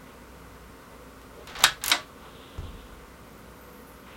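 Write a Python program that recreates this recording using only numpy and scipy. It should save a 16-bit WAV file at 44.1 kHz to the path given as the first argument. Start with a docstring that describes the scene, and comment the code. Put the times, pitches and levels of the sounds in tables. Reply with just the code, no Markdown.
"""Pull-chain lamp in an attic

One microphone, close to a lamp holder on a rafter. The bead chain tightens, the switch snaps over,
the beads tick back through the eyelet and the spring snaps home. A hand then lands on a joist with
a soft thump. The bare timber answers briefly; underneath lie mains hum, a low rush of air,
a rustling shirt and, near the end, faint, thin whistles."""
import sys
import numpy as np
from scipy import signal
from scipy.fft import rfft, irfft
from scipy.io import wavfile
from scipy.ndimage import uniform_filter1d, map_coordinates

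SR = 44100
rng = np.random.default_rng(int(sys.argv[2]) if len(sys.argv) > 2 else 0)


def int16_out(signal):
    """Quantize to a 16-bit WAV file."""
    q = np.round(np.clip(np.atleast_2d(signal).T, -1, 1) * 32767)
    wavfile.write(sys.argv[1], SR, q.astype(np.int16))


N = 183764


def amp(db):
    """Decibels to gain."""
    return 10 ** (np.asarray(db) / 20)


def unit(x):
    """x at rms 1."""
    return x / np.sqrt(np.mean(x ** 2) + 1e-20)


def along(points, hz):
    """(Hz, value) points read on a log frequency axis."""
    knots_hz, values = np.transpose(points)
    return np.interp(np.log(hz + 1), np.log(knots_hz), values)


def seconds(count):
    """A time axis of count samples."""
    return np.arange(count) / SR


def add(track, start, sound):
    """Mix a sound into the track, start seconds in."""
    part = track[round(start * SR):][:len(sound)]
    part += sound[:len(part)]


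def fade(t, t60):
    """Exponential decay, 60 dB down at t60."""
    return np.exp(-np.log(1000) * t / t60)


def onset(t, rise_s):
    """A rise from 0 towards 1 with time constant rise_s."""
    return 1 - np.exp(-t / rise_s)


def wobble(rate, count=N):
    """A smooth random curve, rate knots a second."""
    knots = rng.standard_normal(int(count * rate / SR) + 4)
    return map_coordinates(knots, [seconds(count) * rate])


def noise(spectrum):
    """Steady noise of rms 1 with the given colour."""
    gain = amp(along(spectrum, np.fft.rfftfreq(N, 1 / SR)))
    return unit(irfft(rfft(rng.standard_normal(N)) * gain, N))


def lifted(spectrum, centre_hz, width_oct, lift_db):
    """The spectrum with a bell-shaped lift around one frequency."""
    hz = np.geomspace(50, SR / 2, 90)
    bell = np.exp(-.5 * (np.log2(hz / centre_hz) / width_oct) ** 2)
    return np.transpose([hz, along(spectrum, hz) + lift_db * bell])


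def coloured(x, spectrum):
    """x through a minimum-phase filter of that colour which keeps the power of white noise."""
    size = 4096
    gain = unit(amp(along(spectrum, np.fft.rfftfreq(size, 1 / SR))))
    cepstrum = irfft(np.log(gain))
    cepstrum[1:size // 2] *= 2
    cepstrum[size // 2 + 1:] = 0
    response = irfft(np.exp(rfft(cepstrum)))
    return signal.fftconvolve(x, response)[:len(x)]


# The hum under everything. Each row: frequency in Hz, level in dB.
HUM_LINES = [(59.8, -56.5), (168, -65), (263.8, -66), (366, -67.5), (459, -71), (495, -64)]


def mains_hum():
    """Low, sustained tones, each a little unsteady in level and phase."""
    out, t = np.zeros(N), seconds(N)
    for hz, db in HUM_LINES:
        peak = np.sqrt(2) * amp(db + 2.44 * wobble(rate=4.05))
        drift = 1.04 * wobble(rate=4.33)
        out += peak * np.sin(2 * np.pi * hz * t + drift)
    return out


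# The attic's air and the rumble below it. Each row: frequency in Hz, relative level in dB.
AIR_COLOUR = [(53, -64), (90, -7), (180, -5), (260, -2.5), (320, -10), (470, -5), (620, -10.5), (780, -15),
              (900, -12), (1150, -9.5), (1500, -11), (1650, -18), (2200, -19), (3800, -25.5), (7000, -28.5),
              (15500, -31)]
RUMBLE_COLOUR = [(15, -19), (35, -1), (60, 2.5), (100, -3.5), (200, -15.5), (400, -102)]
# Narrow tones in the air. Each row: frequency in Hz, level in dB.
AIR_WAVERS = [(915, -65), (1007, -79), (1071, -66), (1890, -73.5), (2010, -71.5), (2090, -73)]


def air():
    """A steady, low rush of air with rumble and a few wavering tones in it."""
    t = seconds(N)
    tones = sum(amp(db) * wobble(rate=22.1) * wave(2 * np.pi * hz * t)
                for hz, db in AIR_WAVERS for wave in (np.sin, np.cos))
    return tones + amp(-49) * noise(AIR_COLOUR) + amp(-59.5) * noise(RUMBLE_COLOUR)


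# Shirt cloth. Each row: frequency in Hz, relative level in dB.
CLOTH_COLOUR = [(100, -39), (250, -25), (450, 1.5), (750, -8.5), (1150, -9.5), (1700, -22.5), (3000, -14),
                (3900, -15.5), (4400, -32), (8000, -40)]
# Its strokes; quick sliding hisses higher than slow folding.
# Each row: middle and length in seconds, level in dB, centre of the hiss in Hz.
SHIRT_STROKES = [(0.105, 0.15, -61, 1910), (0.349, 0.14, -61, 1100), (0.864, 0.17, -60, 1190),
                 (0.947, 0.1, -53.5, 470), (1.386, .16, -50, 438), (2.267, 0.12, -48.5, 1270),
                 (2.42, 0.24, -56, 3480), (2.57, 1.1, -56.5, 3420), (4.131, 0.19, -53, 1870)]


def shirt():
    """Cloth catches and slips as the arm reaches up, comes down and takes the body's weight."""
    out = np.zeros(N)
    for middle, length, db, centre_hz in SHIRT_STROKES:
        swell = signal.windows.tukey(int(length * SR), 0.65)
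        catches_db = 2 * wobble(rate=22.1, count=len(swell))
        cloth = noise(lifted(CLOTH_COLOUR, centre_hz, width_oct=0.48, lift_db=11.5))
        add(out, max(middle - length / 2, 0), amp(db + catches_db) * swell * cloth[:len(swell)])
    return out


# Echoes off the near roof boards. Each row: delay in seconds, relative gain.
ROOF_ECHOES = [(.0028, 0.35), (.0067, 0.17), (.0083, .35), (0.018, 0.032)]
# The attic's short tail. Each row: frequency in Hz, t60 in seconds.
ATTIC_DECAY = [(200, 0.48), (800, 0.24), (2000, 0.25), (5500, 0.21), (15000, 0.17)]


def contact(spectrum, t60, roof_gain, room_db):
    """A short burst reaches the microphone, followed by the near boards' echoes and the attic's tail."""
    t = seconds(SR // 2)
    burst = unit(np.tanh(rng.standard_normal(len(t)))) * fade(t, t60)
    near = burst.copy()
    for delay, gain in ROOF_ECHOES:
        add(near, delay, roof_gain * gain * burst)
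    hz, frame_times, bands = signal.stft(rng.standard_normal(len(t)), SR, nperseg=256)
    bands *= fade(frame_times, along(ATTIC_DECAY, hz)[:, None])
    tail = signal.istft(bands, SR, nperseg=256)[1][:len(t)]
    return coloured(near + amp(room_db) * tail * onset(t, 0.001), spectrum)


def ring(modes, t, scatter_db, blur_hz):
    """Damped modes struck at varying strengths; loose joints let the phases wander, blurring each line."""
    hz, db, t60 = np.transpose(modes)[:, :, None]
    strength = rng.choice([-1, 1], hz.shape) * amp(db + scatter_db * rng.standard_normal(hz.shape))
    walk = np.cumsum(rng.standard_normal((len(hz), len(t))), axis=1)
    drift = uniform_filter1d(walk * np.sqrt(2 * np.pi * blur_hz / SR), size=200, axis=1)
    return np.sum(strength * fade(t, t60) * np.sin(2 * np.pi * hz * t + drift), axis=0)


# The lamp holder, rung by beads and switch. Each row: frequency in Hz, relative dB, t60 in seconds.
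HOLDER_MODES = [(1051, -11, .14), (1303, -8, .21), (1398, -7, .18), (1499, 0, .2), (1551, -5, .17),
                (1611, -10, .24), (1675, -6, .26), (1740, -14, .22), (1815, -9, .19), (2109, -11, .17),
                (2236, -12, .14), (3118, -9, .13), (3270, -7, .17), (3345, -8, .14), (3630, -11, .17),
                (3692, -4, .13), (3790, -3, .12), (3838, -1, .16), (4078, -10, .15), (4953, -12, .15),
                (5200, -13, .14), (5900, -14, .13), (7337, -14, .14), (7600, -12, .12), (9254, -19, .14),
                (10950, -12, .08), (11210, -15, .1), (13300, -17, .11)]
# A crack on the holder and a tick on the eyelet. Each row: frequency in Hz, relative level in dB.
CRACK_COLOUR = [(100, -32), (300, -18.5), (550, -15), (800, -4), (1200, 0.5), (2000, -2.5), (2800, -2),
                (3800, 1.5), (5500, -5), (6500, -9), (7800, -6), (10000, -16.5), (13500, -17), (16000, -34)]
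TICK_COLOUR = [(500, -37), (2500, -9), (5000, -2), (6400, 2.5), (7600, 0.5), (9300, -4), (11800, 0.5),
               (14000, -6), (16000, -3.5)]
# The chain is touched, gripped, drawn out ever harder, then runs back.
# Each row: start in seconds, tick level in dB, knock level in dB, pitch of the tick in Hz.
BEAD_HITS = [(1.215, -52, -55, 6000), (1.443, -64, -57, 3800), (1.4723, -40, -38, 4750),
             (1.489, -59, -45, 4400), (1.498, -56, -43, 4400), (1.5518, -51, -33, 3700),
             (1.5663, -48, -36, 3500), (1.587, -43, -39, 6300), (1.592, -39, -41, 6200),
             (1.6055, -36, -30, 6100), (1.6235, -33, -46, 6500), (1.635, -28, -24, 12300),
             (1.815, -56, -38.5, 3900), (1.839, -18.5, -27.5, 6130), (1.8611, -20.5, -29.5, 12400),
             (1.881, -15.5, -29.5, 11400), (1.8996, -17.5, -29.5, 5940)]


def chain_beads():
    """Each bead ticks brightly on the metal eyelet and gives the holder a small, dull knock."""
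    out, t = np.zeros(N), seconds(SR // 2)
    dull = signal.butter(2, 4200, fs=SR)
    for start, tick_db, knock_db, pitch_hz in BEAD_HITS:
        colour = lifted(TICK_COLOUR, pitch_hz, width_oct=0.18, lift_db=4)
        add(out, start, amp(tick_db) * contact(colour, t60=0.017, roof_gain=0.11, room_db=-17))
        knock = contact(CRACK_COLOUR, t60=0.02, roof_gain=0.41, room_db=-3.5)
        holder = amp(-19.5) * ring(HOLDER_MODES, t, scatter_db=3, blur_hz=6.9)
        add(out, start, amp(knock_db) * signal.lfilter(*dull, knock + holder))
    return out


# One slip of the chain. Each row: frequency in Hz, relative level in dB.
SLIP_COLOUR = [(130, -7), (300, -7.5), (700, 1), (1500, -0.5), (2200, -4.5), (3800, -11), (6500, -21.5),
               (15000, -39)]
# Drags between the ticks. Each row: start and end in seconds, first and last level in dB.
CHAIN_DRAGS = [(1.485, 1.551, -45, -48.5), (1.552, 1.64, -45.5, -35), (1.814, 1.92, -49.5, -30)]


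def chain_grating():
    """The taut chain grates over the eyelet in many tiny slips."""
    out = np.zeros(N)
    slips_per_s = 1600
    for start, end, start_db, end_db in CHAIN_DRAGS:
        slips = (rng.random(N) < slips_per_s / SR) * rng.uniform(-0.98, 1, N)
        grain = contact(SLIP_COLOUR, t60=0.0058, roof_gain=0.33, room_db=-16.5)
        rasp = unit(signal.fftconvolve(slips, grain)[:N])
        level = amp(np.linspace(start_db, end_db, int((end - start) * SR)))
        add(out, start, level * signal.windows.tukey(len(level), .15) * rasp[-len(level):])
    return out


def pushed_timber(modes, push_s):
    """Timber bends under a soft, one-sided push; a longer push moves only the lowest modes."""
    t = seconds(SR)
    hz, db, t60 = np.transpose(modes)[:, :, None]
    bending = np.sum(amp(db) * fade(t, t60) * np.sin(2 * np.pi * hz * t), axis=0)
    push = np.sin(np.pi * np.minimum(t / push_s, 1)) ** 2
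    low_cut = signal.butter(2, 36, 'high', fs=SR)  # timber radiates little below this
    return signal.lfilter(*low_cut, signal.fftconvolve(-push / push.sum(), bending))


# The rafter carrying the lamp. Each row: frequency in Hz, relative level in dB, t60 in seconds.
RAFTER_MODES = [(43, -1.5, 1), (131.3, -1.5, 0.58), (155.6, 0, 0.35), (205, -22, 0.23)]
# Changes in its load. Each row: start in seconds, strength in dB, length in seconds.
RAFTER_PUSHES = [(1.548, -43, .012), (1.6398, -42, 0.0013)]


def rafter():
    """The rafter takes the pull and gives a low thud when the first snap frees it."""
    out = np.zeros(N)
    for start, db, push_s in RAFTER_PUSHES:
        add(out, start, amp(db) * pushed_timber(RAFTER_MODES, push_s))
    return out


# The return spring and the junction box. Each row: frequency in Hz, relative dB, t60 in seconds.
SPRING_MODES = [(1147, -4, .42), (2008, -1, .21), (2236, -1, .18), (2708, -2, .14), (4036, -4, .15),
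                (4888, -4, .1), (5620, -4, .17), (6923, -8, .15), (7267, -9, .19), (8183, -3, .17),
                (8330, -5, .16), (8480, -6, .15), (8629, -7, .12)]
BOX_MODES = [(225, -16, .22), (291, -10, .17), (350, -8, .22), (522, -16, .11), (578, -4, .22),
             (623, -7, .28), (700, -2, .2), (725, -4, .17), (797, -2, .18), (851, -12, .18), (945, -4, .17),
             (976, -4, .18)]
# The rotor's impact. Each row: frequency in Hz, relative level in dB.
IMPACT_COLOUR = [(200, -21), (700, 5), (1200, 12.5), (2000, -0.5), (4500, 10.5), (8000, -0.5), (10500, -1),
                 (13500, -3), (16000, 4.5)]
# The switch flips, hits its stop, springs back and seats. Each row: start in seconds, overall gain
# in dB, drive of impact, holder, spring and box in dB, the crack's t60 in seconds, treble cutoff in Hz.
SWITCH_SNAPS = [(1.6392, -9, 8.5, -9, -31, -30, 0.038, 14000),
                (1.6460, -14, -1, -9.5, -45, -19.5, 0.021, 5100),
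                (1.9160, -10, -9, -16, -16, -19.5, 0.03, 7900),
                (1.9215, -16, -5, -26, -12, -11.5, 0.02, 2820)]


def switch():
    """The rotor snaps over under the pull; on release the spring returns it with a duller blow."""
    out, t = np.zeros(N), seconds(SR // 2)
    for start, db, impact_db, holder_db, spring_db, box_db, t60, cutoff_hz in SWITCH_SNAPS:
        impact = amp(impact_db) * contact(IMPACT_COLOUR, t60=0.012, roof_gain=0.046, room_db=-59)
        crack = contact(CRACK_COLOUR, t60, roof_gain=0.71, room_db=-12)
        holder = amp(holder_db - 2) * ring(HOLDER_MODES, t, scatter_db=1, blur_hz=4.3)
        spring = amp(spring_db - 6.5) * ring(SPRING_MODES, t, scatter_db=2.5, blur_hz=5.2)
        box = amp(box_db - 1) * ring(BOX_MODES, t, scatter_db=2.5, blur_hz=2.2)
        # the heavy box builds up more slowly
        ringing = onset(t, 0.002) * (holder + spring) + onset(t, 0.0056) * box
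        soften = signal.butter(2, cutoff_hz, fs=SR)
        add(out, start, amp(db) * signal.lfilter(*soften, impact + crack + ringing))
    return out


# The joist under the hand. Each row: frequency in Hz, relative level in dB, t60 in seconds.
JOIST_MODES = [(43.7, -6, 1), (63.6, -7, 0.45), (86, 1.5, 0.23), (100, -4.5, .22), (145, -3, 0.19),
               (194, -6, .11), (259.5, -5, 0.27)]
# The palm's skin. Each row: frequency in Hz, relative level in dB.
SLAP_COLOUR = [(200, 17.5), (600, 7.5), (1200, 6), (2200, -12), (4000, -9), (7000, -14), (12000, -26)]
# Weight landing. Each row: start in seconds, push in dB, its length in seconds, slap in dB.
HAND_THUMPS = [(2.5796, -30.5, 0.0052, -33), (2.637, -29, 0.012, -40.5), (2.738, -40.5, 0.01, -43),
               (2.919, -44, 0.0098, -53)]


def hand_on_joist():
    """The palm meets the wood with a soft, dull slap and the arm's weight follows."""
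    out, t = np.zeros(N), seconds(SR // 2)
    weight_lag_s = 0.00355
    for start, db, push_s, slap_db in HAND_THUMPS:
        add(out, start + weight_lag_s, amp(db) * pushed_timber(JOIST_MODES, push_s))
        slap = contact(SLAP_COLOUR, t60=0.028, roof_gain=0.23, room_db=-7)
        add(out, start, amp(slap_db) * slap * onset(t, 0.0008))
    return out


# Thin whistles. Each row: crest time, rise and fall in seconds, crest pitch in Hz, relative level in dB.
WHISTLE_ARCHES = [(3.355, 0.045, .07, 15000, -64), (3.41, .02, .03, 10300, -71),
                  (3.52, .05, .03, 15200, -72), (3.612, 0.06, 0.078, 14000, -62),
                  (3.62, 0.018, 0.035, 12100, -61), (3.70, 0.045, 0.018, 13900, -63),
                  (3.745, 0.062, 0.036, 13900, -61), (3.77, 0.043, 0.078, 12600, -62),
                  (3.83, 0.09, 0.066, 15200, -63), (3.89, 0.044, 0.047, 14800, -61),
                  (3.901, 0.042, 0.07, 11500, -61), (3.975, 0.029, 0.055, 12200, -63)]
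# Lower and upper bounds for the fainter, random ones, in the same columns.
FAINT_ARCH_BOUNDS = [(3.3, .02, .02, 10000, -78), (3.98, .06, .07, 15500, -71)]


def whistles():
    """Faint, very high tones rise to a rounded crest and sink, each fluttering in a wisp of hiss."""
    out = np.zeros(N)
    glide_hz_per_s, rounding_s = 40000, 0.018
    fainter = list(rng.uniform(*FAINT_ARCH_BOUNDS, size=(26, 5)))
    for crest, rise, fall, crest_hz, db in WHISTLE_ARCHES + fainter:
        count = int((rise + fall) * SR)
        t = seconds(count) - rise
        waver_hz = 70 * wobble(rate=50, count=count) + 130 * wobble(rate=2500, count=count)
        arch_hz = crest_hz - glide_hz_per_s * (np.hypot(t, rounding_s) - rounding_s)
        phase = 2 * np.pi * np.cumsum(arch_hz + waver_hz) / SR
        wisp = amp(-6) * wobble(rate=1400, count=count) * np.cos(phase)
        level = amp(db - 1.5 + 3 * wobble(rate=110, count=count))
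        add(out, crest - rise, level * signal.windows.tukey(count, .4) * (np.sin(phase) + wisp))
    return out


def scene():
    """The attic as it reaches one microphone near the lamp."""
    lamp = switch() + rafter() + chain_beads() + chain_grating()
    person = hand_on_joist() + shirt()
    ambience = whistles() + mains_hum() + air()
    return (lamp + person + ambience)[None]


def record(dry):
    """The recorder rounds off the highest peaks and keeps nothing above its band limit."""
    ceiling, top_hz = 0.9, 15950
    rounded = dry / (1 + np.abs(dry / ceiling) ** 6) ** (1 / 6)
    in_band = np.fft.rfftfreq(N, 1 / SR) < top_hz
    return irfft(rfft(rounded) * in_band, N)


dry = scene()
out = record(dry)
int16_out(out)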